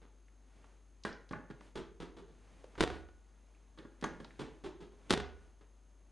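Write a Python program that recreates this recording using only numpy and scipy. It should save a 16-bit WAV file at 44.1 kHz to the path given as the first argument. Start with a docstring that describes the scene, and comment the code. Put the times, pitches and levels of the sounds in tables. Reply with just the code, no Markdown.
"""Steady hiss, mains hum and a thin whine, then a drop-section treatment table worked twice in a small room.
A lever cocks the section with a clack, swings back and bounces; a push drops the section onto its stop,
where it slams and rattles. Knocks are dying clusters of contacts, coloured by the part struck, plus decaying
modes and room reflections; fittings tick, and filtered noise makes the cloth. A limiter ducks the slams."""
import sys
import numpy as np
from scipy import signal
from scipy.fft import rfft, irfft, next_fast_len
from scipy.io import wavfile
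from scipy.ndimage import uniform_filter1d

SR = 44100
rng = np.random.default_rng(int(sys.argv[2]) if len(sys.argv) > 2 else 0)


def log_audio(samples):
    """Write samples as a 16-bit WAV file to the path given in sys.argv[1]."""
    # one column per channel
    frames = np.atleast_2d(samples).T
    # limit to full scale, then quantise
    limited = np.clip(frames, -1, 1)
    pcm = np.round(limited * 32767).astype(np.int16)
    wavfile.write(sys.argv[1], SR, pcm)


N = 269583

SIZE = 32768  # samples in one blow
T, HZ = np.arange(SIZE) / SR, np.fft.rfftfreq(SIZE, 1 / SR)


def amp(db):
    """Decibels to gain."""
    return 10 ** (np.asarray(db) / 20)


def read(points, hz):
    """Interpolates a table linearly over log frequency."""
    point_hz, value = np.transpose(points)
    return np.interp(np.log(hz + 1), np.log(point_hz), value)


def unit(x):
    """Scales to an energy of one."""
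    return x / np.linalg.norm(x)


def add(mix, s, sound):
    """Mixes a sound in at time s, cut off at the end of the mix."""
    part = mix[round(s * SR):][:len(sound)]
    part += sound[:len(part)]


def causal(db):
    """Minimum-phase response with this gain: nothing sounds before its cause."""
    log_gain = np.log(amp(np.maximum(db, -100)))
    circle = np.concatenate([log_gain, log_gain[-2:0:-1]])
    return np.exp(np.conj(signal.hilbert(circle)))[:len(db)]


def levelled(x, size):
    """Spectrum of x with broad humps evened out over size bins; the fine ripple stays."""
    z = rfft(x)
    smooth_power = uniform_filter1d(abs(z) ** 2, size)
    return z * causal(-10 * np.log10(smooth_power + 1e-12))


def noise(spectrum):
    """Gaussian noise of rms one with the given spectrum."""
    gain = amp(read(spectrum, np.fft.rfftfreq(N, 1 / SR)))
    z = rfft(rng.standard_normal(N)) * gain
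    return unit(irfft(z, N)) * np.sqrt(N)


def chatter(length_s, first=0.45, rise_s=0.00024, grain=0.32):
    """Spectrum of a first contact plus a cluster of uneven ones that builds up and dies away."""
    sign, spread = rng.standard_normal((2, SIZE))
    decay = np.exp(grain * spread - T / max(length_s, 1e-4))
    contacts = unit(sign * decay * (1 - np.exp(-T / rise_s)))
    contacts[0] += first
    return levelled(contacts, size=300)


def room(build_s=0.0037):
    """Spectrum of the reflections: they build up in milliseconds and each band dies at its own speed."""
    # Each row: frequency in Hz, 60 dB decay time in seconds.
    room_t60 = [(60, 0.56), (150, 0.33), (400, 0.58), (900, 0.45), (1800, 0.49), (3500, 0.38), (6000, 0.33),
                (10000, 0.15)]
    hz, t, z = signal.stft(rng.standard_normal(SIZE), SR, nperseg=256)
    decay_db = -60 * t / read(room_t60, hz)[:, None]
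    tail = signal.istft(z * amp(decay_db), SR, nperseg=256)[1][:SIZE]
    return levelled(tail * (1 - np.exp(-(T / build_s) ** 2)), size=200)


def blows(rows, colour, modes, bass_hz, treble_hz, first, rise_s, grain, uneven_db):
    """Each blow chatters into the struck part and the room, and rings the modes; bass and treble tilt it."""
    rings = np.array([amp(db - 60 * T / t60) * np.sin(2 * np.pi * hz * T) for hz, db, t60 in modes])
    body, out = causal(read(colour, HZ)), np.zeros(N)
    bass = 1 / (1 + (HZ / bass_hz) ** 4)
    treble = 1 - 1 / (1 + (HZ / treble_hz) ** 4)
    for s, force_db, bass_db, treble_db, length_s, room_db in rows:
        force = causal(force_db + bass_db * bass + treble_db * treble)
        knock = chatter(length_s, first, rise_s, grain) * body * (1 + amp(room_db) * room())
        mode_gain = amp(uneven_db * rng.standard_normal(len(modes)))  # where it lands decides which speak
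        ring = rfft(mode_gain @ rings)
        add(out, s, irfft(force * (knock + ring)))
    return out


def background(hiss_db=-73, apart_db=-88, right_hum_db=-3.5, whine_db=-83.5, right_whine_db=-4, buzz=0.53):
    """Hiss, mostly common to both channels, plus mains hum and a whine that pulses at the mains rate."""
    # Mains hum. Each row: frequency in Hz, left-channel rms level in dB.
    hum_tones = [(49.94, -59.5), (99.9, -97.5), (149.8, -99), (249.7, -87.5), (349.6, -86.5)]
    # Hiss spectrum. Each row: frequency in Hz, relative density in dB per Hz.
    hiss_spectrum = [(25, -18.5), (80, 9), (140, -1.5), (260, 4), (500, -4.5), (1000, -8), (2000, -15.5),
                     (4000, -19), (5700, -21), (6600, -17.5), (9000, -24), (10400, -19.5), (12000, -35.5)]
    whine_hz = 6424.4
    t = np.arange(N) / SR
    hum = sum(np.sqrt(2) * amp(db) * np.sin(2 * np.pi * (hz * t + rng.random())) for hz, db in hum_tones)
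    throb = 1 + buzz * np.sin(2 * np.pi * hum_tones[0][0] * t)
    whine = np.sqrt(2) * amp(whine_db) * throb * np.sin(2 * np.pi * whine_hz * t)
    apart = amp(apart_db) * np.array([noise(hiss_spectrum), noise(hiss_spectrum)])
    right_tones = amp(right_hum_db) * hum + amp(right_whine_db) * whine
    tones = np.array([hum + whine, right_tones])
    return amp(hiss_db) * noise(hiss_spectrum) + apart + tones


def clothes(rest_db=-79, grain_db=0.66):
    """Cloth rubs in small uneven catches, swelling and fading with each stroke over a faint steady rub."""
    # Sleeves and trousers rub with each reach and push.
    # Each row: middle in seconds, half length in seconds (power down to 1/e), peak level in dB.
    strokes = [(0.632, 0.12, -68), (1.656, .045, -63), (2.596, 0.2, -66), (2.886, 0.078, -55.5),
               (3.504, 0.31, -75.5), (4.323, 0.28, -67), (5.11, 0.097, -65.5), (5.443, 0.066, -69),
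               (6.062, 0.059, -87.5)]
    # Cloth spectrum. Each row: frequency in Hz, relative density in dB per Hz.
    cloth_spectrum = [(80, -5.5), (250, -2), (500, -6), (1000, -11.5), (2500, -16.5), (5000, -25),
                      (10000, -29.5), (12000, -41)]
    t = np.arange(N) / SR
    swells = sum(amp(db) ** 2 * np.exp(-((t - s) / half_s) ** 2) for s, half_s, db in strokes)
    power = amp(rest_db) ** 2 + swells
    catches = unit(uniform_filter1d(rng.standard_normal(N), size=300)) * np.sqrt(N)
    return noise(cloth_spectrum) * np.sqrt(power) * amp(grain_db * catches)


def section(bump_bass_db=0.0, bump_treble_db=-3.5, bump_room_db=-8):
    """The section slams and rattles at each drop; soft bumps sound through the same frame."""
    # A push drops the section onto its stop.
    # Each row: start in seconds, force in dB, treble in dB, room in dB.
    drops = [(2.8067, -1.5, -0.5, -11.5), (5.1063, -0.5, 4, -13.5)]
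    # Course of every drop: catch slips, crack, thud of the load, rebounds, last rattles.
    # Each row: delay in seconds, force in dB, bass in dB, treble in dB, chatter time in seconds;
    # force and treble add to those of the drop.
    course = [(-0.0095, -5.5, -0.5, 7, 0.016), (0, 16, -4.5, 3, 0.0015), (0.0027, 15, 4.5, 4, 0.0067),
              (0.0194, 10.5, -1, 5, 0.00091), (0.025, 5.5, -1, 6.5, 0.0016), (0.0302, 15, 0.5, 1.5, 0.002),
              (0.039, 4, 3, -3.5, 0.005), (0.0688, 4.5, -2, -2, 0.0018), (0.0939, 4, -12, -8, 0.0033)]
    # The frame creaks and bumps under shifting weight; the first row is a soft bump already dying away as the
    # scene opens. # Each row: start in seconds, force in dB, chatter time in seconds.
    bumps = [(0.018, -19.5, 0.052), (2.779, -5, 0.018), (3.087, -24.5, 0.003), (5.611, -22.5, 0.029)]
    # Spectrum of a blow on the section. Each row: frequency in Hz, gain in dB.
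    drop_colour = [(30, -9.5), (65, 2.5), (105, -2), (160, 6.5), (250, 3), (450, 6.5), (600, -3),
                   (800, -2.5), (1500, -5.5), (2600, -11.5), (3700, -12), (5000, -19.5), (10000, -31),
                   (12000, -40)]
    # Ringing of the table frame. Each row: frequency in Hz, level in dB, 60 dB decay time in seconds.
    frame_modes = [(64, -70, 0.64), (72.1, -60, 0.75), (145.5, -55, 0.28), (205.2, -66, 0.43),
                   (386, -65.5, 0.51), (409, -61.5, 0.5), (450.5, -50, 0.26), (724, -73.5, 0.38),
                   (726, -66.5, 0.41), (756, -65.5, 0.37), (1134, -69.5, 0.25), (1466, -66, 0.72),
                   (1650, -76, .3), (1858, -67, 0.313), (3510, -61.5, .15), (3675, -65.5, 0.16)]
    rows = []
    for s, drop_db, edge_db, room_db in drops:
        for delay_s, db, bass_db, treble_db, length_s in course:
            rows.append((s + delay_s, drop_db + db, bass_db, edge_db + treble_db, length_s, room_db))
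    for s, db, length_s in bumps:
        rows.append((s, db, bump_bass_db, bump_treble_db, length_s, bump_room_db))
    return blows(rows, drop_colour, frame_modes, bass_hz=612, treble_hz=2770,
                 first=0.26, rise_s=0.00093, grain=0.82, uneven_db=2.3)


def hump(hz, octaves):
    """A bell over log frequency: one at its centre, half at this many octaves to either side."""
    return 1 / (1 + (np.log2((HZ + 1) / hz) / octaves) ** 2)


def ticks(skirt_db=36, dull_hz=8000, length_s=0.0032, room_db=-7):
    """Fittings tick: short contacts, each centred on one pitch."""
    # Each row: start in seconds, level in dB, pitch in Hz, half the bell's half-height distance in octaves.
    tick_rows = [(0.283, -31.5, 2060, 0.41), (.643, -21.5, 980, 0.76), (1.0365, -19.5, 4660, 0.65),
                 (1.128, -20, 4970, 0.23), (1.291, -28.5, 4170, 0.71), (1.325, -29, 4800, 0.92),
                 (1.3335, -15, 2330, 0.32), (1.510, -17, 1140, 0.94), (1.609, -19, 1040, 1.08),
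                 (2.642, -6.5, 472, 0.68), (2.754, -17.5, 1190, 0.88), (3.548, -31, 2380, 0.26),
                 (3.787, -20, 3430, 0.3), (4.013, -27, 3660, 1.9), (4.0431, 7, 896, 0.32),
                 (4.0415, -6.5, 6420, 0.13), (4.2454, -20, 3880, 0.47), (4.247, -11, 955, 0.64),
                 (4.307, -20, 1870, 0.41)]
    out = np.zeros(N)
    soft_db = -20 * np.log10(1 + (HZ / dull_hz) ** 4)
    for s, db, hz, octaves in tick_rows:
        colour = causal(db + soft_db - skirt_db * (1 - hump(hz, 2 * octaves)))
        add(out, s, irfft(chatter(length_s) * colour * (1 + amp(room_db) * room())))
    return out


def latch():
    """The lever lifts and latches the section: firm blows clack briefly, soft ones chatter for longer."""
    # Each row: start in seconds, force in dB, bass in dB, treble in dB, room in dB.
    latches = [(1.0506, 3.5, -1, 2, 1.5), (1.3104, -10, 11.5, 1.5, 1), (1.3332, 1.5, -4.5, -17.5, -0.5),
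               (1.502, -15.5, 12.5, 2, -0.5), (3.776, -20, 3, 5, 6), (3.788, -18.5, 8, 3.5, 1.5),
               (3.851, -17, 9, -16, -5), (4.0256, -4.5, 8.5, -1, 3.5), (4.0408, 6, -5.5, 1.5, -4),
               (4.2017, -15, 9, 6, -0.5)]
    # Spectrum of a latch blow. Each row: frequency in Hz, gain in dB.
    latch_colour = [(50, -10.5), (110, -4), (200, 2.5), (450, 0.5), (650, -7.5), (1150, -7), (1700, -4),
                    (2400, -17.5), (4000, -20), (6500, -33), (10000, -35.5), (12000, -55)]
    # Ringing of the latch. Each row: frequency in Hz, level in dB, 60 dB decay time in seconds.
    latch_modes = [(213.3, -59, 0.39), (331, -53, 0.46), (415, -46.5, 0.27), (836, -57, 0.44),
                   (1130, -40, 0.043), (1427, -56.5, 0.51), (1635, -50, 0.27), (1800, -65, 0.22),
                   (2170, -69, 0.62), (3240, -52, 0.045)]
    chatter_s, firming = 0.0023, 0.39  # time at 0 dB force; dB of time lost per dB of force
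    rows = []
    for s, db, bass_db, treble_db, room_db in latches:
        length_s = chatter_s * amp(-firming * db)
        rows.append((s, db, bass_db, treble_db, length_s, room_db))
    return blows(rows, latch_colour, latch_modes, bass_hz=580, treble_hz=2820,
                 first=0.23, rise_s=0.0018, grain=0.61, uneven_db=0.3)


def lever(count=4, bass_db=0.5, bass_gain_db=1.1, treble_db=3.5, play_treble_db=1.0,
          landing_s=0.013, rattle_s=0.013, room_db=-1.0):
    """The lever bounces like a ball: each flight is shorter, each landing weaker and more of a thud."""
    # The freed lever swings back and lands. Each row: first landing in seconds, force in dB.
    swings = [(1.7554, -3), (4.393, -3)]
    # Spectrum of a landing. Each row: frequency in Hz, gain in dB.
    bounce_colour = [(50, -5.5), (100, -8.5), (160, 4), (240, 2), (400, 10), (580, -7), (950, -5),
                     (1600, -10.5), (2400, -16.5), (3500, -16), (5000, -24.5), (10000, -35.5), (12000, -49)]
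    # Ringing of the lever. Each row: frequency in Hz, level in dB, 60 dB decay time in seconds.
    lever_modes = [(64.9, -60, 1), (157, -58, 0.18), (202.7, -59.5, 0.293), (288, -61.5, .25),
                   (334, -58.5, .25), (369, -59.5, 0.24), (415, -59, 0.45), (475, -63.5, .25),
                   (880, -57.5, 0.24), (3400, -60, 0.17)]
    flight_s, restitution = 0.246, 0.675  # first flight; ratio of each flight to the one before
    bounce_loss_db, loss_growth = 3.5, 1.75  # loss at the first bounce; exponent of its growth
    play_s = 0.017  # the loose joint knocks again this long after each landing
    rows = []
    for s, force_db in swings:
        for k in range(count):
            db = force_db - bounce_loss_db * k ** loss_growth
            thud_db = bass_db + bass_gain_db * k
            rows.append((s, db, thud_db, treble_db, landing_s, room_db))
            rows.append((s + play_s, db, thud_db, play_treble_db, rattle_s, room_db))
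            s += flight_s * restitution ** k
    return blows(rows, bounce_colour, lever_modes, bass_hz=520, treble_hz=2724,
                 first=0.2, rise_s=0.0022, grain=0.94, uneven_db=0.5)


def ports(x, corner_hz=145):
    """Two channels agree in the treble; the left rolls off in the bass, so there it is weaker and leads."""
    size = next_fast_len(N + SIZE)
    hz = np.fft.rfftfreq(size, 1 / SR)
    left = 1j * hz / (corner_hz + 1j * hz)
    pair = np.array([left, np.ones(len(hz))])
    return irfft(rfft(x, size) * pair / pair.mean(0), size)[:, :N]  # the channel mean stays x


def limiter(x, threshold_db=-23.5, attack_s=0.0017, recovery_db_per_s=60):
    """Turns the gain down within milliseconds of a slam and lets it creep back during the tail."""
    keep = np.exp(-1 / (attack_s * SR))
    power = signal.lfilter([1 - keep], [1, -keep], (x ** 2).mean(0))
    power_db = 10 * np.log10(power + 1e-12)
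    fall_db = recovery_db_per_s * np.arange(N) / SR
    held_db = np.maximum.accumulate(power_db + fall_db) - fall_db  # peak hold, falling steadily
    over_db = np.maximum(held_db - threshold_db, 0)
    cut_db = signal.lfilter(np.ones(64) / 64, 1, over_db)
    return x * amp(-cut_db)


def scene():
    """The table and the people at it, over the steady background."""
    return ports(latch() + lever() + section() + ticks() + clothes()) + background()


def record(dry, ceiling_db=-13.5):
    """The limiter ducks the slams, a soft clip rounds the peaks it lets through, a low-pass limits the band."""
    edge_hz = 11500
    squashed = amp(ceiling_db) * np.tanh(limiter(dry) / amp(ceiling_db))
    low_pass = signal.firwin(101, edge_hz, window=("kaiser", 7), fs=SR)
    return signal.oaconvolve(squashed, low_pass[None], "same")


dry = scene()
out = record(dry)
log_audio(out)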